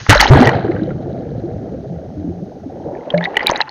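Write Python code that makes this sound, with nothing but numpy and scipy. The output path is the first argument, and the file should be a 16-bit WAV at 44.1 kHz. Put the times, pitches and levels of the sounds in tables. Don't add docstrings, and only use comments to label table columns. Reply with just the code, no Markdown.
import sys
import numpy as np
from scipy import signal
from scipy.io import wavfile

SR = 44100
rng = np.random.default_rng(int(sys.argv[2]) if len(sys.argv) > 2 else 0)


def waveform_to_disk(signal):
    frames = np.transpose(np.atleast_2d(signal))
    scaled = np.clip(frames, -1, 1) * 32767
    samples = np.round(scaled).astype(np.int16)
    wavfile.write(sys.argv[1], SR, samples)


N = 163170

# t/s, vigour level/dB, small-bubble muffling/dB, large-bubble weight/dB
CHURN_PATH = [(0, -40, -4, 15.5), (0.082, -48, 8.5, 3), (0.097, -14, 12.5, 13.5), (0.191, -35.5, 17.5, 2.5),
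              (0.292, -10.5, -7.5, -16), (0.359, -5, -9.5, 4), (0.492, -5.5, -13, -16),
              (0.519, -12, -9.5, -8.5), (.64, -14, -19, -4), (0.951, -22.5, -26, 2.5),
              (1.8, -25.5, -28.5, 0.5), (2.6, -30, -27, -2.5), (2.88, -20.5, -33, -7),
              (3.081, -24, -23.5, -15.5), (3.3, -21, -21, -26), (3.482, -20.5, -11.5, -22),
              (3.6, -25.5, -10.5, -14), (3.65, -41, -6.5, -2)]
# f/Hz, level/dB
BUBBLE_SIZES = [
    (35, -31.5),
    (110, 1),
    (750, -0.5),
    (1080, -4),
    (1500, 7.5),
    (2150, 1.5),
    (2500, -11.5),
    (6000, -19),
]
# t/s, peak level/dB, f/Hz, t60/s
GLUGS = [(.405, 4.5, 252, 0.13), (.55, 0, 105, 0.082), (.685, -4.5, 332, 0.092), (.815, -11, 321.7, 0.2),
         (.815, -11.5, 183, .12), (1.437, -11.5, 343, 0.15), (1.74, -15, 517, 0.074),
         (1.903, -16.5, 168, 0.29), (1.94, -25, 84.7, 0.41), (2.168, -16.5, 303, 0.25),
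         (2.17, -21.5, 88.8, 0.3), (2.242, -12.5, 300, 0.13), (2.245, -20, 174.9, 0.67),
         (2.275, -9, 242, 0.08), (2.28, -19, 90, 0.3), (2.295, -12.5, 350, 0.081),
         (2.421, -11.5, 188.6, 0.13), (2.637, -21, 110, 0.097), (2.66, -12.5, 263, 0.077),
         (2.856, -21.5, 484, 0.26), (3.076, -10.5, 574, 0.032), (.644, -11.5, 419, 0.093),
         (.745, -13, 476, 0.078), (.795, -7, 300, 0.073), (.876, -13, 504, 0.085), (.904, -19, 586, 0.087),
         (1.004, -12, 479, 0.037), (1.197, -21.5, 514, 0.083), (1.484, -16, 452, 0.09),
         (2.885, -12.5, 600, .05)]
# t/s, peak level/dB, f/Hz, t60/s
GULPS = [(0.0855, -5, 150, 0.018), (0.089, 15.5, 95.8, 0.068), (0.128, 12.5, 857, 0.019),
         (.155, 1.5, 585, 0.054), (0.157, 2.5, 43.4, 0.1), (0.226, 5.5, 848, 0.027), (.256, 2, 850, 0.026),
         (.095, 17, 279, 0.032), (0.336, 4, 71.6, 0.075), (.372, 8, 800, 0.021), (.428, 5, 767, 0.025),
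         (3.138, -4, 602.3, 0.18), (3.272, -13.5, 788, 0.072), (3.497, 10.5, 980, 0.0078),
         (3.5, -12, 950, 0.071), (3.519, 7.5, 590, 0.011), (3.604, 5, 850, 0.011), (3.612, -7, 885, 0.024),
         (3.497, 10.5, 300, 0.0067), (0.461, -1, 129.3, 0.18), (.333, 13.5, 948, 0.014),
         (0.35, 4.5, 930, .02), (.533, -6, 794, 0.026), (3.402, -13, 800, .02), (3.427, -14.5, 806, 0.038),
         (3.531, -13, 850, 0.026), (3.545, -7, 850, 0.013), (3.553, -17, 810, 0.046),
         (3.592, -21, 880, 0.027), (3.678, -17, 1020, 0.028)]
# t/s, peak level/dB, f/Hz, life/s, starting drop/octaves
AIR_POCKETS = [
    (.3005, 18.5, 134, 0.067, 2.07),
    (.15, -15.5, 50, 0.24, 0.18),
    (3.138, -13, 172, 0.2, 0.12),
    (3.62, -32, 870, 0.109, 0.162),
]
# t/s, rms level/dB, length/s
SLAPS = [(.0, -31.5, 0.015), (0.0945, 4, 0.013), (0.126, -6, 0.0039), (0.148, -7, 0.0034),
         (0.196, -12, 0.003), (.2045, 4, 0.002), (0.2115, 1, 0.0018), (0.22, -10.5, 0.029),
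         (.254, -17.5, 0.0073), (0.274, -19, 0.023), (0.347, -24, 0.004), (0.401, -17.5, 0.005),
         (0.4537, -15, 0.005), (0.473, -18.5, 0.0017), (0.491, -17, 0.0024), (3.501, -12, 0.00067)]
# t/s, peak level/dB, f/Hz, t60/s
DROPS = [(3.103, -12.5, 3190, 0.016), (3.143, -17, 1687, 0.024), (3.179, -16, 2180, 0.026),
         (3.177, -15, 4050, 0.0091), (3.208, -10.5, 1700, 0.02), (3.228, -16, 1894, 0.036),
         (3.215, -23, 2010, .015), (3.224, -26, 3500, 0.0094), (3.24, -7.5, 3760, 0.0064),
         (3.247, -16, 3760, 0.024), (3.252, -8.5, 1965, 0.032), (3.344, -14.5, 1790, 0.0083),
         (3.356, -17, 2310, 0.016), (3.3683, 4, 1930, 0.016), (3.372, -24.5, 4160, 0.011),
         (3.393, -8, 1950, 0.019), (3.394, -5, 2980, 0.0055), (3.406, -10, 2020, 0.025),
         (3.417, -33, 4350, 0.0067), (3.429, -26, 4740, 0.013), (3.463, -2.5, 2330, 0.0067),
         (3.469, 8, 3890, 0.0085), (3.479, -2, 2340, 0.015), (3.494, -21.5, 1816, 0.066),
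         (3.492, -2, 3500, 0.0049), (3.512, -10.5, 6270, 0.0069), (3.558, -11.5, 3910, 0.015),
         (3.574, -22, 6430, 0.007), (3.604, 2.5, 1740, 0.012), (3.613, -1.5, 4000, 0.011),
         (3.62, -11, 2670, 0.011), (3.68, -15, 1490, 0.0083), (3.692, -15, 4300, 0.0074),
         (3.436, -20, 2300, 0.012), (3.447, -37, 3030, 0.013), (3.535, -16, 2350, 0.011),
         (3.553, -19.5, 2140, 0.022), (3.565, -16, 4170, 0.0058), (3.58, -19, 2020, 0.013),
         (3.598, -21, 1800, 0.0086), (3.605, -20, 3200, 0.013)]
# t/s, peak level/dB, f/Hz, t60/s
TICKS = [(0.065, -5.5, 1250, 0.011), (0.178, -3.5, 4000, 0.0097), (0.2666, -3, 3190, 0.0097),
         (0.197, -2, 3270, 0.012), (.2005, 4.5, 1950, .012), (0.2105, 4.5, 4520, 0.013),
         (0.168, -14, 5400, .01), (0.278, -5, 3980, 0.0077), (0.285, -15, 5100, 0.0088),
         (0.4914, 2, 1950, 0.011), (0.472, 1, 1890, 0.02), (.552, -30, 4000, .02),
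         (.793, -24.5, 1600, 0.02), (0.859, -44, 3080, 0.031), (0.8894, -42.5, 3000, .025),
         (2.9509, -32, 1730, 0.014), (2.97, -36.5, 2340, 0.014), (3.008, -40, 2060, .02),
         (3.0346, -37.5, 1950, 0.016), (3.054, -43.5, 2080, 0.018), (0.413, -10, 4480, 0.0091),
         (0.447, -16, 4560, 0.0076), (.678, -24, 1620, 0.02), (0.717, -18.5, 2040, 0.015),
         (0.763, -22.5, 1540, 0.026), (.833, -32, 3890, 0.016), (0.905, -24, 1374, 0.032)]
# f/Hz, level/dB, t60/s
SHELL_MODES = [
    (850, 1, 0.033),
    (1950, 19, 0.0068),
    (2960, 8, 0.015),
    (4300, -7, 0.028),
]
# f/Hz, level/dB, t60/s
FIZZ_MODES = [
    (1950, 5, 0.002),
    (3140, -2.5, 0.0053),
    (4010, -2, 0.0036),
]


def from_db(db):
    return 10 ** (np.asarray(db) / 20)


def rms_one(x):
    return x / np.sqrt(np.mean(x ** 2) + 1e-20)


def butter(x, hz, kind, order=2):
    return signal.sosfilt(signal.butter(order, hz, kind, fs=SR, output="sos"), x)


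def ring(clicks, hz, t60):
    radius = from_db(-60 / (t60 * SR))
    turn = 2 * np.pi * hz / SR
    return signal.lfilter([0, np.sin(turn)], [1, -2 * radius * np.cos(turn), radius ** 2], clicks + 1e-18)


def drift(rate_hz):
    hop = 40
    r = np.exp(-2 * np.pi * hop * rate_hz / SR)
    slow = signal.lfilter([1], [1, -2 * r, r * r], rng.standard_normal(N // hop + 2002))[2000:]
    return np.interp(np.arange(N) / hop, np.arange(len(slow)), rms_one(slow))


def random_sizes(spread_db):
    return from_db(spread_db * np.minimum(rng.exponential(1, N), 4)) * rng.standard_normal(N)


def churn_curves():
    s, *columns = np.transpose(CHURN_PATH)
    return [np.interp(np.arange(N) / SR, s, column) for column in columns]


def churn():
    grains_per_s, grain_cycles, grain_spread_db = 100, 17, 0.6
    clump_db, clumps_per_s, spray_clump_db, spray_clumps_per_s = 0.5, 5.7, 1.5, 60.0
    deep_edge_hz, top_edge_hz, edge_octaves_per_db = 800, 1080, 0.03
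    blend_octaves, muffle_tilt, large_below_hz = 0.05, 0.2, 406
    vigour, muffle, weight = churn_curves()
    together = drift(clumps_per_s)
    spray = spray_clump_db * drift(spray_clumps_per_s) * from_db(np.minimum(muffle, 0) * 0.3)
    edge = np.log2(deep_edge_hz) + edge_octaves_per_db * np.clip(-weight, 0, None)
    edge = np.minimum(edge, np.log2(top_edge_hz))
    sizes_hz, sizes_db = np.transpose(BUBBLE_SIZES)
    out = 0
    for hz in np.geomspace(30, 6600, num=36):
        born = rng.random(N) < grains_per_s * (hz / 300) ** 0.8 / SR
        grains = born * random_sizes(grain_spread_db)
        rings = rms_one(ring(ring(grains, hz, grain_cycles / hz), hz, 5.0 / hz))
        small = (1 + np.tanh((np.log2(hz) - edge) / (2 * blend_octaves))) / 2
        small = small * (1 + muffle_tilt * np.log2(hz / 1500))
        large = max(0, np.log2(large_below_hz / hz)) * 0.8
        size_db = np.interp(np.log(hz), np.log(sizes_hz), sizes_db)
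        clump = clump_db * (1.4 * together + drift(clumps_per_s))
        level_db = vigour - 9 + size_db + small * (muffle + spray) + large * weight + clump
        out = out + from_db(level_db) * butter(rings, hz * 0.83, "low")
    return out


def bubbles(rows, rise, rough, swell_cycles, shape=1):
    slide_s = 0.005
    out, t = np.zeros(N + SR), np.arange(SR // 2) / SR
    for s, db, hz, t60, *slide in rows:
        octaves = rise * (t / t60 - 0.15) - sum(slide) * np.exp(-t / slide_s)
        phase = 2 * np.pi * np.cumsum(hz * 2 ** np.minimum(octaves, 1)) / SR
        one, two = rms_one(butter(rng.standard_normal((2, len(t))), hz / 6.16, "low"))
        wave = (1 + rough * one) * np.sin(phase) + rough * two * np.cos(phase)
        swell = 1 - np.exp(-t * hz / swell_cycles)
        i = int(s * SR)
        out[i:i + len(t)] += from_db(db - 60 * (t / t60) ** shape) * swell * wave
    return out[:N]


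def air_cavities():
    loose = bubbles([*GLUGS, *GULPS], rise=0.32, rough=0.3, swell_cycles=0.85)
    return loose - bubbles(AIR_POCKETS, rise=0.04, rough=0.18, swell_cycles=0.68, shape=2.65)


def shell(x):
    return sum(from_db(db) * ring(x, hz, t60) for hz, db, t60 in SHELL_MODES)


def slaps():
    tail_t60_s, shell_db = 0.015, -1.5
    t, gain = np.arange(N) / SR, np.zeros(N)
    for s, db, length in SLAPS:
        gain += (t >= s) * from_db(db - 60 * np.clip(t - s - length, 0, None) / tail_t60_s)
    white = rng.standard_normal(N)
    direct = rms_one(butter(white, [300, 3500], "band", order=1))
    return gain * (direct + from_db(shell_db) * rms_one(shell(white))) * 0.49


def knocks():
    knock_db = -29.5
    rows = np.array([*DROPS, *TICKS])
    chance = rng.standard_normal((len(rows), len(SHELL_MODES)))
    out = 0
    for (hz, db, t60), luck in zip(SHELL_MODES, chance.T):
        clicks = np.zeros(N)
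        clicks[(rows[:, 0] * SR).astype(int)] = from_db(rows[:, 1] + db + knock_db) * luck
        soft = ring(clicks, hz, 4 / hz)
        out = out + ring(soft, hz, t60) / 3
    return out


def cracks():
    crack_db, crack_t60_s = -22, 0.0026
    out, t = np.zeros(N + SR), np.arange(SR // 20) / SR
    for s, db, hz, _ in [*DROPS, *TICKS]:
        noise = rms_one(butter(rng.standard_normal(len(t)), [hz / 2, hz * 1.5], "band"))
        i = int(s * SR)
        out[i:i + len(t)] += from_db(db + crack_db - 60 * t / crack_t60_s) * noise
    return out[:N]


def drops():
    ringing = bubbles([*DROPS, *TICKS], rise=0.061, rough=0.4, swell_cycles=4.0, shape=1.4)
    return ringing + knocks() + cracks()


def fizz():
    fizz_db, fizz_per_s, clump_db, clumps_per_s, muffle_share = -18, 900, 3, 25.0, 0.9
    vigour, muffle, _ = churn_curves()
    out = 0
    for hz, db, t60 in FIZZ_MODES:
        ticks = random_sizes(2.5) * (rng.random(N) < fizz_per_s / SR)
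        sung = rms_one(ring(ring(ticks, hz, t60), hz, t60 / 2))
        out = out + from_db(db + clump_db * drift(clumps_per_s)) * sung
    return from_db(fizz_db + vigour + muffle_share * muffle) * out


def patter():
    patter_db, patter_per_s, surfaces_s = 10.5, 510, 3.05
    vigour, muffle, _ = churn_curves()
    hits = random_sizes(2.2) * (rng.random(N) < patter_per_s / SR)
    ticks = butter(hits, [800, 2600], "band", order=3)
    heard = rms_one(shell(ticks)) + 1.6 * rms_one(ticks)
    surfaced = np.arange(N) / SR > surfaces_s
    return surfaced * from_db(patter_db + vigour + 1.7 * muffle) * heard * 0.5


def hiss():
    hiss_db, open_air_db, plunges_s = -55.5, 22.5, 0.09
    in_air = np.arange(N) / SR < plunges_s
    noise = rms_one(butter(rng.standard_normal(N), 1420, "high", order=1))
    return from_db(hiss_db + open_air_db * in_air) * noise


def scene():
    water = butter(churn(), 45, "high") + air_cavities()
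    housing = slaps() + drops() + fizz() + patter()
    return (water + housing + hiss())[None]


def top_cut(x):
    return signal.sosfilt(signal.butter(12, 16340, fs=SR, output="sos"), x)


def record(dry):
    overload, sag_hz, faint_db = 0.86, 5.0, -75.5
    narrow = signal.sosfilt(signal.ellip(8, 0.5, 70, 6630, fs=SR, output="sos"), dry)
    clipped = np.clip(narrow, -overload, overload)
    sagged = butter(clipped, sag_hz, "high", order=1)
    hissy = sagged + from_db(faint_db) * rng.standard_normal(dry.shape)
    mix = signal.sosfilt(signal.cheby2(12, 70, 16100, fs=SR, output="sos"), hissy)
    return top_cut(mix)


dry = scene()
out = record(dry)
waveform_to_disk(out)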